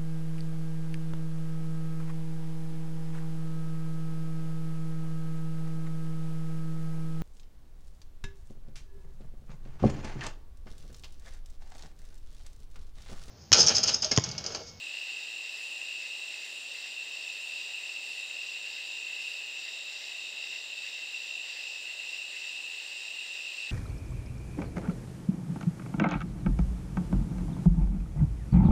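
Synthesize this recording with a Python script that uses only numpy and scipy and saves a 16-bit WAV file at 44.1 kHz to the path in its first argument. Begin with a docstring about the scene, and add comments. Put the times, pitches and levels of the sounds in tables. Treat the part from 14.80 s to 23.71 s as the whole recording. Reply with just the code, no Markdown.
"""Summer night at a wood's edge.

Three cricket choruses, wings ringing at each stroke, merge into shrill bands. Katydids scrape: far ones
in hoarse syllables, others in high lisps and fizz. A nearer insect buzzes in phrases; one cricket trills.
Trees scatter the calls. Underneath: faint rumble, hum, a wash of far insects and a thin whine."""
import sys
import numpy as np
from scipy import signal
from scipy.fft import rfft, irfft, next_fast_len
from scipy.io import wavfile

SR = 44100
rng = np.random.default_rng(int(sys.argv[2]) if len(sys.argv) > 2 else 0)


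def bounce(signal):
    """Save signal as a 16-bit WAV file at the path given by the first command-line argument."""
    frames = np.transpose(np.atleast_2d(signal))
    limited = np.clip(frames, -1, 1)
    pcm = np.round(limited * 32767).astype(np.int16)
    wavfile.write(sys.argv[1], SR, pcm)


N = 392931
TIME_S = np.arange(N) / SR

# Spectra. Each row: frequency in Hz, relative density in dB.
AIR_SPECTRUM = [(25, -31), (95, -38), (150, -15.5), (200, -10), (330, -2.5), (550, 2), (900, 0.5),
                (1250, -4.5), (1700, -3), (3000, -4.5), (9500, -18), (12500, -16), (15500, -15)]
FAR_INSECT_SPECTRUM = [(1200, -34), (1750, -5.5), (2050, -1.5), (2300, -7), (3000, 6), (3400, -1.5),
                       (4200, 2.5), (4700, -2.5), (5400, -6), (6400, -11), (7800, -5.5), (8500, -10.5),
                       (9100, -24), (11000, -40)]
FIZZ_WING_SPECTRUM = [(9000, -30), (12500, -11), (14000, 2), (15200, 1), (16000, -18)]
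LISP_WING_SPECTRUM = [(7000, -28), (8400, 0), (9500, -7), (10500, -11), (11500, -14), (13500, -24),
                      (16000, -26)]
RASP_WING_SPECTRUM = [(1000, -37.5), (1500, -16.5), (1800, -7), (1950, -3.5), (2060, 1), (2190, -8.5),
                      (3200, -9.5), (4500, -14.5), (6000, -23), (8000, -38)]
BUZZ_WING_SPECTRUM = [(2500, -50), (3400, 0.5), (4200, -11), (4600, 5), (4900, 2.5), (5450, 0.5),
                      (5900, -5), (6500, -17), (8000, -36)]
# Slow swells as singers join and drop out. Each row: time in seconds, relative level in dB.
FIZZ_LEVELS = [(0, -82), (1.4, -80), (2.5, -73), (4.6, -74.5), (5.2, -88), (6, -84), (6.3, -76),
               (8.91, -86)]
TRILL_LEVELS = [(0, -64), (1.6, -61), (3.3, -61.5), (4.9, -69), (5.8, -71), (7.6, -61), (8.91, -60.5)]
HIGH_CHORUS_LEVELS = [(0, -59.5), (.8, -57), (2.2, -57.8), (4.9, -56.5), (8.91, -58)]
MID_CHORUS_LEVELS = [(0, -49.5), (.8, -52), (1.7, -52), (4.45, -49.5), (4.7, -52), (4.95, -48), (6.5, -49),
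                     (6.9, -51.3), (8.91, -51.5)]
LOW_CHORUS_LEVELS = [(0, -40), (.4, -39.5), (.7, -42.5), (1.0, -39), (1.35, -40), (1.6, -42.5), (2.3, -41),
                     (2.75, -39.5), (3.6, -41), (4.45, -39.5), (4.9, -41.5), (5.9, -41.5), (7.1, -40),
                     (8.5, -40.2), (8.91, -39.5)]
# Far hum. Each row: frequency in Hz, level in dB.
HUM_TONES = [(588, -74), (832, -80)]
# Bursts of scraping. Each row: centre in seconds, length in seconds, relative level in dB.
KATYDID_LISPS = [(.83, .44, -64.5), (1.718, 0.29, -64), (2.59, 0.29, -66), (3.337, 0.32, -65.5),
                 (4.452, .26, -64.5)]
BUZZ_PHRASES = [(.33, .32, -51.8), (.74, 0.18, -50), (1.06, .12, -52.5), (1.25, .16, -50),
                (1.58, .18, -50.7), (2.0, .26, -50.5), (2.42, .24, -50), (2.82, 0.2, -51),
                (3.1, .14, -51.5), (3.32, .15, -50.3), (3.66, .16, -49.8), (3.93, .14, -50),
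                (4.13, .2, -51.8), (4.48, 0.21, -50.5), (4.87, .2, -49.7), (5.21, 0.2, -48.2),
                (5.44, .1, -52), (5.71, 0.23, -49), (6.11, .22, -49.5), (6.43, .22, -49.7),
                (6.83, .34, -49), (7.33, .16, -51), (7.66, .22, -51), (7.96, .12, -53), (8.19, .24, -51.5),
                (8.54, 0.22, -51), (8.82, 0.22, -51)]
# Far calls. Each row: first and last syllable in seconds, relative level in dB, growth in dB.
KATYDID_CALLS = [(.165, .5, -55.5, -7), (0.656, .785, -54.8, 0), (1.0, 1.23, -56, 2),
                 (1.54, 1.656, -52.3, 1), (1.965, 2.067, -53.7, -1.5), (2.25, 2.56, -56.5, 4),
                 (2.68, 2.79, -60, 0), (2.906, 3.11, -55.5, -1), (3.27, 3.51, -55.3, 3),
                 (3.64, 3.975, -55.5, 8), (4.29, 4.62, -55.5, -2.5), (4.76, 4.87, -55.3, 6),
                 (5.115, 5.31, -53.2, 1), (5.548, 5.738, -53.8, 5), (6.065, 6.434, -54.3, -7),
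                 (6.678, 6.778, -51.5, 0), (7.087, 7.345, -54.3, -1.5), (7.546, 7.64, -53.5, 0),
                 (7.92, 8.21, -55, -1), (8.36, 8.57, -56, 3), (8.762, 8.89, -55, -1)]


def gain(db):
    """Decibels to amplitude."""
    return 10 ** (np.asarray(db) / 20)


def unit_rms(x):
    """Scales to unit rms."""
    return x / np.sqrt(np.mean(x ** 2) + 1e-20)


def follow_levels(x, levels):
    """Normalises, then applies a slow level curve."""
    return unit_rms(x) * gain(np.interp(TIME_S, *np.transpose(levels)))


def coloured(x, spectrum):
    """Filters by a spectrum interpolated in log frequency; unit rms."""
    hz, db = np.transpose(spectrum)
    size = next_fast_len(N)
    shape_db = np.interp(np.log(np.fft.rfftfreq(size, 1 / SR) + 1), np.log(hz), db)
    return unit_rms(irfft(rfft(x, size) * gain(shape_db), size)[:N])


def drift(points):
    """Random wander through evenly spaced points."""
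    return np.interp(TIME_S, np.linspace(0, TIME_S[-1], points), rng.standard_normal(points))


def swell(centre_s, length_s):
    """Half-cosine bump."""
    return np.cos(np.pi * np.clip((TIME_S - centre_s) / length_s, -.5, .5))


def strokes(rate_hz, duty, wander):
    """Wing strokes: the scraper's progress along the file, 0-1, and its pressure."""
    cycles = rng.random() + np.cumsum(rate_hz * (1 + wander * drift(points=24))) / SR
    progress = np.minimum(cycles % 1 / duty, 1)
    return progress, 4 * progress * (1 - progress)


def scrape(spectrum, rate_hz, duty, wander):
    """Each stroke is a rush of tooth strikes through a broadly tuned wing."""
    _, pressure = strokes(rate_hz, duty, wander)
    return coloured(pressure * rng.standard_normal(N), spectrum)


def woods(x, wet_db, t60_s, paths=7):
    """Adds echoes from trunks and leaves; paths crossfade as the air stirs."""
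    delay_s = np.arange(SR // 2) / SR
    decay = gain(-60 * delay_s / t60_s)
    crossfade = np.cumsum(np.exp(.5 * drift(points=30))) * paths / SR
    echoes = np.zeros(N)
    for path in range(paths):
        strengths = rng.standard_normal(len(delay_s))
        arrivals = rng.random(len(delay_s)) < 2000 / SR  # 2000 echoes a second
        taps = strengths * arrivals * decay
        share = np.sin(np.pi / 2 * np.minimum((crossfade + path) % paths, 2))
        echoes += signal.oaconvolve(x * share, taps / np.linalg.norm(taps))[:N]
    return (x + gain(wet_db) * echoes) / np.hypot(1, gain(wet_db))


def background():
    """Far rumble and microphone hiss, countless far insects, a wavering hum, a whine that drops 6 dB."""
    air = gain(-58) * coloured(rng.standard_normal(N), AIR_SPECTRUM)
    insects = gain(-48.5) * coloured(rng.standard_normal(N), FAR_INSECT_SPECTRUM)
    insects *= gain(.3 * drift(points=90))
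    hum = np.zeros(N)
    for hz, db in HUM_TONES:
        amplitude = gain(db + 1.5 * drift(points=20))
        hum += amplitude * np.sin(2 * np.pi * np.cumsum(hz + 2 * drift(points=60)) / SR)
    whine = gain(np.interp(TIME_S, [3, 5], [-84, -90])) * np.sin(2 * np.pi * 14000 * TIME_S)
    return air + insects + hum + whine


def high_katydids():
    """High-tuned wings: five soft lisps, and two bouts of fizz at the top of hearing."""
    effort = sum(gain(db) * swell(centre_s, length_s) for centre_s, length_s, db in KATYDID_LISPS)
    lisps = effort * scrape(LISP_WING_SPECTRUM, rate_hz=150, duty=1, wander=.096)
    fizz = scrape(FIZZ_WING_SPECTRUM, rate_hz=33, duty=.97, wander=.008)
    fizz = follow_levels(woods(fizz, wet_db=-10, t60_s=.25), FIZZ_LEVELS)
    return gain(1) * woods(lisps, wet_db=6, t60_s=.4) + gain(-3) * fizz


def cricket_trill():
    """One small wing rings, falling in pitch each stroke; the trill fades midway and returns."""
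    progress, pressure = strokes(rate_hz=55.3, duty=.6, wander=.01)
    hz = 8220 + 420 * (.5 - progress) + 170 * drift(points=5000)
    wing = pressure * np.sin(2 * np.pi * np.cumsum(hz) / SR)
    return gain(-1) * follow_levels(woods(wing, wet_db=1, t60_s=.3), TRILL_LEVELS)


def far_katydids(spacing_s=.11, syllable_s=.097):
    """Scraped syllables in runs of two to four that grow, hold or fade, blurred by distance."""
    effort = np.zeros(N)
    for first_s, last_s, db, growth_db in KATYDID_CALLS:
        span_s = last_s - first_s
        for along in np.linspace(0, 1, 1 + round(span_s / spacing_s)):
            effort += gain(db + growth_db * (along - .5)) * swell(first_s + along * span_s, syllable_s)
    wing = scrape(RASP_WING_SPECTRUM, rate_hz=170, duty=.96, wander=.25)
    return gain(1.9) * woods(effort * wing, wet_db=-2, t60_s=.46)


def near_insect(fade_s=.1):
    """Fast wing strokes: a soft steady buzz that swells into about three phrases a second."""
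    floor = gain(-55.5)
    effort = np.full(N, floor)
    for centre_s, length_s, db in BUZZ_PHRASES:
        gate = np.clip(.5 + (length_s / 2 - abs(TIME_S - centre_s)) / fade_s, 0, 1)
        effort += gate * (gain(db) - floor)
    wing = scrape(BUZZ_WING_SPECTRUM, rate_hz=65.5, duty=.89, wander=.0252)
    return gain(-1.3) * effort * unit_rms(woods(wing, wet_db=1.8, t60_s=.3))


def chorus(centre_hz, spread_hz, sag_hz, scatter_hz, base_rate_hz, duty, edge_db, count):
    """Each cricket's wing rings at its own pitch, sagging through a stroke; outer pitches are fainter."""
    voices = np.zeros(N)
    for offset in np.linspace(-1, 1, count):
        progress, pressure = strokes(base_rate_hz * rng.uniform(.65, 1.2), duty, wander=.13)
        # Each stroke rings afresh: new phase, slightly off pitch.
        stroke_index = np.cumsum(np.diff(progress, prepend=0) < 0)
        detune, start_cycles = rng.standard_normal((4000, 2))[stroke_index % 4000].T
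        hz = centre_hz + spread_hz * offset + sag_hz * (.5 - progress) + scatter_hz * detune
        ring = np.sin(2 * np.pi * (np.cumsum(hz) / SR + start_cycles))
        voices += gain(edge_db * offset ** 2) * pressure * ring
    return voices


def crickets():
    """A loud low chorus and two fainter, higher ones, scattered by the trees."""
    low = chorus(centre_hz=2696.6, spread_hz=155, sag_hz=99.9, scatter_hz=28,
                 base_rate_hz=68, duty=.7, edge_db=-11, count=13)
    mid = chorus(centre_hz=3797, spread_hz=165, sag_hz=200.1, scatter_hz=60,
                 base_rate_hz=55, duty=.45, edge_db=-5.5, count=9)
    high = chorus(centre_hz=7267, spread_hz=240, sag_hz=280.7, scatter_hz=69.97,
                  base_rate_hz=90, duty=.7, edge_db=-9.5, count=9)
    return (gain(.05) * follow_levels(woods(low, wet_db=-6, t60_s=.93), LOW_CHORUS_LEVELS)
            + gain(-.15) * follow_levels(woods(mid, wet_db=-2, t60_s=.72), MID_CHORUS_LEVELS)
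            + gain(1) * follow_levels(woods(high, wet_db=-3, t60_s=.52), HIGH_CHORUS_LEVELS))


def scene():
    """All singers over the night air, in mono."""
    singers = crickets() + far_katydids() + near_insect() + cricket_trill() + high_katydids()
    return (singers + background())[None]


def record(dry):
    """Steep low-pass band limit."""
    cutoff_hz = 15730
    taps = signal.firwin(1023, cutoff_hz, window=("kaiser", 9), fs=SR)
    return signal.oaconvolve(dry, taps[None], "same")


dry = scene()
out = record(dry)
bounce(out)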